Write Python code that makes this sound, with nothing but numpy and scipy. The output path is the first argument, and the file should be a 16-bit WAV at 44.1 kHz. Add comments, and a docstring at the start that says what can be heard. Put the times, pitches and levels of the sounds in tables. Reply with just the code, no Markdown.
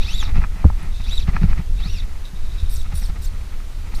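"""On a small boat on a calm sea, fishing line runs through the rings of a rod: three pulls, four flicks.
Its texture excites the rings periodically, so it sings at a pitch that follows its speed. Friction
adds hiss, and the rod resonates most strongly near 3.8 kHz. Handling bumps, rubs and ticks reach the
body-worn microphone, with a few faint pings, over wind rumble and a soft wash of water."""
import sys
import numpy as np
from scipy import signal
from scipy.fft import rfft, irfft
from scipy.io import wavfile
from scipy.ndimage import uniform_filter1d

SR = 44100
rng = np.random.default_rng(int(sys.argv[2]) if len(sys.argv) > 2 else 0)


def output_pcm(signal):
    """Save a mono or channel-first signal as 16-bit PCM at the path in sys.argv[1].

    Samples are clipped to [-1, 1] before scaling.
    """
    pcm = np.clip(np.atleast_2d(signal).T, -1, 1) * 32767
    wavfile.write(sys.argv[1], SR, np.round(pcm).astype(np.int16))


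N = 176400
TIME = np.arange(N) / SR


def from_db(db):
    """Amplitude grows tenfold with every 20 dB."""
    return 10 ** (np.asarray(db) / 20)


def rms_one(x):
    """Normalisation to unit mean power."""
    return x / np.sqrt(np.mean(x ** 2) + 1e-20)


def noise(colour):
    """Spectral shaping of white noise to unit rms. Each row: frequency in Hz, relative level in dB."""
    hz, db = np.transpose(colour)
    f = np.maximum(np.fft.rfftfreq(N, 1 / SR), 1)
    gain = from_db(np.interp(np.log(f), np.log(hz), db)) * np.minimum(f / hz[0], 1) ** 2
    return rms_one(irfft(rfft(rng.standard_normal(N)) * gain, N))


def drift(hz):
    """Low-passed noise of unit rms wanders smoothly at rates up to about hz."""
    f = np.fft.rfftfreq(N, 1 / SR)
    return rms_one(irfft(rfft(rng.standard_normal(N)) / (1 + (f / hz) ** 2), N))


def lowpass(x, hz):
    """A second-order low-pass falls 12 dB per octave above its corner."""
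    return signal.sosfilt(signal.butter(2, hz, fs=SR, output="sos"), x + 1e-18)


def ring(clicks, hz, t60):
    """A damped resonator answers a unit impulse with a sine that falls 60 dB in t60 seconds."""
    radius, angle = from_db(-60 / (t60 * SR)), 2 * np.pi * hz / SR
    return signal.lfilter([0, np.sin(angle)], [1, -2 * radius * np.cos(angle), radius ** 2], clicks + 1e-18)


def ring_modes(hits, modes):
    """Modal superposition: a struck body sounds as the sum of its modes, here of alternating sign."""
    return sum((-1) ** k * from_db(db) * ring(hits, hz, t60) for k, (hz, db, t60) in enumerate(modes))


def clicks_at(s, db):
    """Single-sample impulses excite all frequencies equally."""
    clicks = np.zeros(N)
    clicks[np.clip(np.asarray(s) * SR, 0, N - 1).astype(int)] = from_db(db)
    return clicks


def swells(rows):
    """Gaussian envelopes add in power, as incoherent sounds do."""
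    powers = (from_db(db) ** 2 * np.exp(-np.minimum(((TIME - s) / half) ** 2, 50))
              for s, half, db in rows)
    return np.sqrt(sum(powers))


def wind():
    """Turbulent pressure on the microphone rumbles, rising and falling with mild gusts."""
    # Two lists, before and after the hardest bump. Each row: time in seconds, relative level in dB.
    contour = [
        [(0.0, -15.5), (0.134, -31.5), (0.148, -19.5), (0.278, -16), (0.332, -17.5), (0.418, -17),
         (0.478, -25.5), (0.526, -22.5), (0.558, -27), (0.574, -26.5), (0.62, -22)],
        [(0.7, -12), (0.72, -19.5), (0.81, -25), (1.45, -14.5), (1.65, -26.5), (1.69, -17.5), (2.36, -27.5),
         (2.38, -23), (3.21, -22.5), (3.76, -27.5), (4.0, -24.5)],
    ]
    # Rumble spectrum. Each row: frequency in Hz, relative level in dB.
    spectrum = [(10, 4), (20, 2.5), (32, 0), (50, -10.5), (72, -10.5), (100, -20), (130, -38), (180, -30),
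                (260, -46), (450, -48), (1000, -77)]
    s, db = np.vstack(contour).T
    gust_db = 3 * np.tanh(drift(hz=18))
    return from_db(4 + np.interp(TIME, s, db) + gust_db) * noise(spectrum)


def sea():
    """Calm water gives a broadband wash with slight, slow amplitude modulation."""
    # Wash spectrum. Each row: frequency in Hz, relative level in dB.
    spectrum = [(100, 11.5), (250, 6.5), (420, 3.5), (700, 1.5), (1300, 0), (2000, -2), (3000, -5.5),
                (4200, -6.5), (7000, -23), (15000, -20)]
    return from_db(-47 + 0.98 * drift(hz=4.2)) * noise(spectrum)


def microphone_hiss():
    """The microphone's self-noise is a steady broadband floor."""
    # Hiss spectrum. Each row: frequency in Hz, relative level in dB.
    spectrum = [(1000, -1.5), (6000, 3.5), (10000, -1.5), (15000, -8)]
    return from_db(-52.5) * noise(spectrum)


def running_line(strokes):
    """Pitch in Hz follows the line's speed; it and the amplitude glide through each stroke."""
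    pitch, level = np.zeros(N), np.zeros(N)
    for stroke in strokes:
        s, hz, db = np.transpose(stroke)
        pitch += np.interp(TIME, s, hz, left=0, right=0)
        level += from_db(np.interp(TIME, s, db)) * (TIME >= s[0]) * (TIME <= s[-1])
    return uniform_filter1d(pitch, size=400), level


def sing(pitch, partials, jitter, fade_hz, flutter_db, flutter_hz):
    """Periodic excitation: the line's texture ticks over the rings, giving harmonics that each flutter."""
    unsteady_pitch = pitch * (1 + jitter * drift(hz=600))
    phase = 2 * np.pi * np.cumsum(unsteady_pitch) / SR
    tone = np.zeros(N)
    for k, db in enumerate(partials, start=1):
        gain = from_db(db + flutter_db * np.tanh(drift(flutter_hz)))
        tone += np.sqrt(2) * np.sin(k * phase) * (k * pitch < .45 * SR) * gain
    # A slow line hardly sings.
    return signal.sosfilt(signal.butter(4, fade_hz, "high", fs=SR, output="sos"), tone)


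def pulls():
    """Sliding friction gives an arching whistle, hiss, and a fizz that grows with speed squared."""
    # One list per pull. Each row: time in seconds, pitch in Hz, relative level in dB.
    strokes = [
        [(-.02, 900, -50), (.03, 1300, -34), (.05, 1660, -41), (.075, 2400, -40.5), (.10, 2725, -37),
         (.15, 3600, -36.5), (.177, 3910, -42.5), (.20, 3620, -38), (.226, 3050, -36.5), (.27, 1600, -45),
         (.31, 902, -53)],
        [(.99, 777, -54), (1.065, 1900, -44.5), (1.10, 3080, -42), (1.125, 3770, -37), (1.152, 4040, -41),
         (1.171, 3930, -42), (1.179, 3800, -31.5), (1.188, 3430, -46.5), (1.225, 1880, -39), (1.255, 1000, -64)],
        [(1.76, 1011, -56), (1.83, 1730, -45.5), (1.89, 2714, -44), (1.92, 2920, -46.5), (1.955, 2715, -39.5),
         (1.98, 2390, -43), (2.003, 1850, -44), (2.04, 1000, -55)],
    ]
    # Relative levels of the first three harmonics in dB.
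    partials = [-9, -9.5, -19]
    # Friction hiss and fizz spectra. Each row: frequency in Hz, relative level in dB.
    hiss_spectrum = [(500, -12), (1300, 5.5), (2500, 4), (3800, 4.5), (4600, 2.5), (6000, 0), (7500, -8),
                     (11400, -10), (15000, -12)]
    fizz_spectrum = [(7500, -20), (10400, -4), (11500, 6), (12500, -16)]
    pitch, level = running_line(strokes)
    tone = sing(pitch, partials, jitter=.023, fade_hz=2430, flutter_db=5, flutter_hz=70)
    fizz = from_db(-17.5) * (pitch / pitch.max()) ** 2 * noise(fizz_spectrum)
    hiss = from_db(-9) * noise(hiss_spectrum)
    smooth_level = uniform_filter1d(level, size=2400)
    return level * lowpass(tone, hz=6440) + smooth_level * (hiss + fizz)


def rod(x):
    """Forced vibration: the rod colours the line's sound with dense, brief modes and a few resonances."""
    # Rod resonances. Each row: frequency in Hz, bandwidth in Hz, gain in dB.
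    resonances = [(2620, 120, 8), (3550, 230, 2), (3816, 156, 11), (4200, 1100, 4), (5500, 570, -2.5),
                  (8200, 490, -1.5), (9640, 320, 5)]
    cloud_t60_s, cloud_db = .025, -8
    t = TIME[TIME < cloud_t60_s]
    cloud = rng.standard_normal(len(t)) * from_db(-60 * t / cloud_t60_s)
    x = x + from_db(cloud_db) * signal.fftconvolve(x, cloud / np.linalg.norm(cloud))[:N]
    return x + sum(from_db(db) * signal.lfilter(*signal.iirpeak(hz, hz / width, fs=SR), x)
                   for hz, width, db in resonances)


def line():
    """Stick-slip friction drives the rod: scratchy pulls and flicks, and a slow rasping creep."""
    # Creeps over the rings. Each row: centre in seconds, half length in seconds, level in dB.
    creeps = [(.95, 0.022, -47), (1.01, 0.049, -47), (1.80, 0.056, -52), (2.255, 0.0076, -42.5),
              (2.277, .012, -47), (2.36, 0.011, -48.5), (2.51, 0.069, -50.5), (2.60, 0.022, -44),
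              (2.67, 0.036, -48), (2.80, .012, -51), (2.87, 0.07, -56)]
    # Creep spectrum. Each row: frequency in Hz, relative level in dB.
    rasp_spectrum = [(1500, -6), (3000, -10), (3700, 0.5), (4400, -10), (6000, -10), (7500, -15),
                     (15000, -24)]
    scratch = from_db(1.4 * drift(hz=150))
    rasp = from_db(2.5 * drift(hz=110)) * noise(rasp_spectrum)
    strokes = rod(scratch * (pulls() + flicks()))
    return strokes + swells(creeps) * rms_one(rod(rasp))


def rubs():
    """Friction of clothing and grip on the housing makes short swells of grainy noise."""
    # Scuffs. Each row: centre in seconds, half length in seconds, level in dB.
    scuffs = [(.095, 0.062, -41.5), (.235, 0.016, -33), (.29, 0.022, -34), (.368, 0.016, -28.5),
              (.425, 0.026, -34.5), (.56, 0.0082, -43), (.62, 0.074, -40), (.83, 0.044, -37),
              (1.007, 0.006, -34.5), (1.07, 0.0063, -38), (1.13, 0.0071, -37), (1.289, 0.012, -30),
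              (1.36, 0.021, -31), (1.435, 0.015, -30), (1.51, 0.024, -33.5), (1.59, 0.02, -34.5),
              (1.81, 0.0077, -35), (1.857, 0.018, -36.5), (2.03, .012, -41), (2.09, 0.066, -46.5),
              (2.55, .025, -45), (2.86, 0.012, -39.5), (2.927, 0.013, -36), (3.025, 0.0054, -35.5),
              (3.10, 0.0085, -36), (3.165, 0.01, -38), (3.34, 0.031, -44), (3.41, 0.0086, -43.5),
              (3.535, 0.012, -40.5), (3.61, 0.017, -47.5), (3.87, 0.021, -44), (3.935, 0.011, -38),
              (3.995, 0.014, -39)]
    # Scuff spectrum. Each row: frequency in Hz, relative level in dB.
    spectrum = [(60, 0), (170, 19.5), (300, 3.5), (500, -9), (850, 4), (1050, -4), (1300, 5.5),
                (1550, -7.5), (1900, 2), (2600, -2), (3100, -12.5), (4200, -11.5), (6500, -21), (9000, -41),
                (15000, -54)]
    return swells(scuffs) * rms_one(noise(spectrum) * from_db(1.5 * drift(hz=130)))


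def ticks():
    """Small hard impacts excite the quickly damped modes of the plastic."""
    # Contacts. Each row: time in seconds, impulse level in dB, low-pass corner in Hz.
    contacts = [(0.227, -22.5, 3000), (.418, -28.5, 3000), (0.4388, -21.5, 3500), (0.445, -23, 2170),
                (0.642, -3, 740), (0.7, -6.5, 746), (1.279, -31, 2500), (1.3647, -16, 2950),
                (1.367, -24.5, 2530), (1.431, -29, 3500), (1.530, -27, 3500), (3.602, -41, 2940)]
    # Plastic modes. Each row: frequency in Hz, gain in dB, time to fall 60 dB in seconds.
    modes = [(850, -4.5, 0.018), (1020, 0, 0.012), (1273, 1, 0.014), (1700, 0.5, 0.012), (2427, -1, 0.014)]
    hits = sum(lowpass(lowpass(clicks_at(s, db), hz), hz) for s, db, hz in contacts)
    return ring_modes(hits, modes)


def bumps():
    """Soft impacts carry mostly low frequencies, so the microphone housing booms and knocks."""
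    # Blows. Each row: time in seconds, boom drive in dB, knock drive in dB, low-pass corner in Hz.
    blows = [(.357, -18, -15, 300), (0.379, -9, -11, 300), (0.42, -23, -20, 298), (0.647, 6.5, 1, 650),
             (1.282, -10, -6.5, 231), (1.347, -41, -13, 218), (1.416, -34, -5.5, 218),
             (1.4358, -7, 2.5, 174), (1.507, -24, -20, 220), (1.589, -14.5, -10, 210),
             (1.856, -52, -15, 214), (2.331, -35, -22.5, 220), (2.625, -11.5, -46, 120),
             (2.935, -13, -17.5, 250), (3.094, -42, -25.5, 252)]
    # Housing modes. Each row: frequency in Hz, gain in dB, time to fall 60 dB in seconds.
    modes = [(116, -15, 0.12), (173.6, -2.5, 0.06), (223, -18, 0.049), (321, -21.5, 0.057),
             (435, -15.5, 0.037), (610, -24, 0.057)]
    booms = sum(lowpass(clicks_at(s, db), hz) for s, db, _, hz in blows)
    knocks = sum(lowpass(clicks_at(s, db), hz) for s, _, db, hz in blows)
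    return ring(booms, hz=73, t60=0.112) + ring_modes(knocks, modes)


def pings():
    """The free decay of one very high resonance is heard as a faint ping."""
    # Pings. Each row: start in seconds, level in dB.
    onsets = [(.828, -42.5), (1.041, -45), (2.603, -47)]
    return ring(clicks_at(*np.transpose(onsets)), hz=10400, t60=0.028)


def flicks():
    """Intermittent contact: a flicked line skips on the rings, so its two tones break up amid hiss."""
    # One list per flick. Each row: time in seconds, pitch in Hz, relative level in dB.
    strokes = [
        [(2.695, 6000, -47), (2.71, 11040, -42), (2.723, 14200, -42), (2.738, 13000, -40), (2.755, 7890, -40),
         (2.775, 5920, -45), (2.793, 4050, -47.5), (2.815, 3600, -49), (2.835, 1800, -47)],
        [(2.94, 8000, -57), (2.95, 9280, -40.5), (2.973, 10750, -39), (2.99, 8200, -39), (3.005, 6060, -45),
         (3.03, 5640, -44), (3.052, 4980, -45), (3.07, 3416, -48), (3.10, 1900, -53)],
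        [(3.21, 5480, -62), (3.225, 6840, -44), (3.25, 7310, -41), (3.268, 4950, -51), (3.29, 3000, -53)],
        [(3.94, 2470, -58), (3.952, 3930, -47), (3.96, 5300, -46.5), (3.977, 6700, -49), (4.0, 6220, -50)],
    ]
    # Relative levels of the first two harmonics in dB.
    partials = [-11, -10.5]
    # Friction hiss spectrum. Each row: frequency in Hz, relative level in dB.
    spectrum = [(500, -26), (1500, 7), (3000, -8), (5700, 3.5), (6800, -16), (8000, 7.5), (9700, -1),
                (11500, 0.5), (15000, 0.5)]
    pitch, level = running_line(strokes)
    texture = dict(jitter=.026, fade_hz=3760, flutter_db=9, flutter_hz=130)
    main_tone = sing(pitch, partials, **texture)
    lower_tone = from_db(-9.5) * sing(0.73 * pitch, partials, **texture)
    return level * (main_tone + lower_tone + from_db(-5) * noise(spectrum))


def scene():
    """Superposition: all sources add at one microphone."""
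    return (line() + rubs() + ticks() + bumps() + pings() + wind() + sea() + microphone_hiss())[None]


def record(dry):
    """Overload: the hardest bump clips the input, and a steep low-pass limits the bandwidth."""
    cutoff_hz = 15300
    treble_cut = signal.ellip(12, .1, 90, cutoff_hz, fs=SR, output="sos")
    return signal.sosfilt(treble_cut, np.clip(dry, -1, 1))


dry = scene()
out = record(dry)
output_pcm(out)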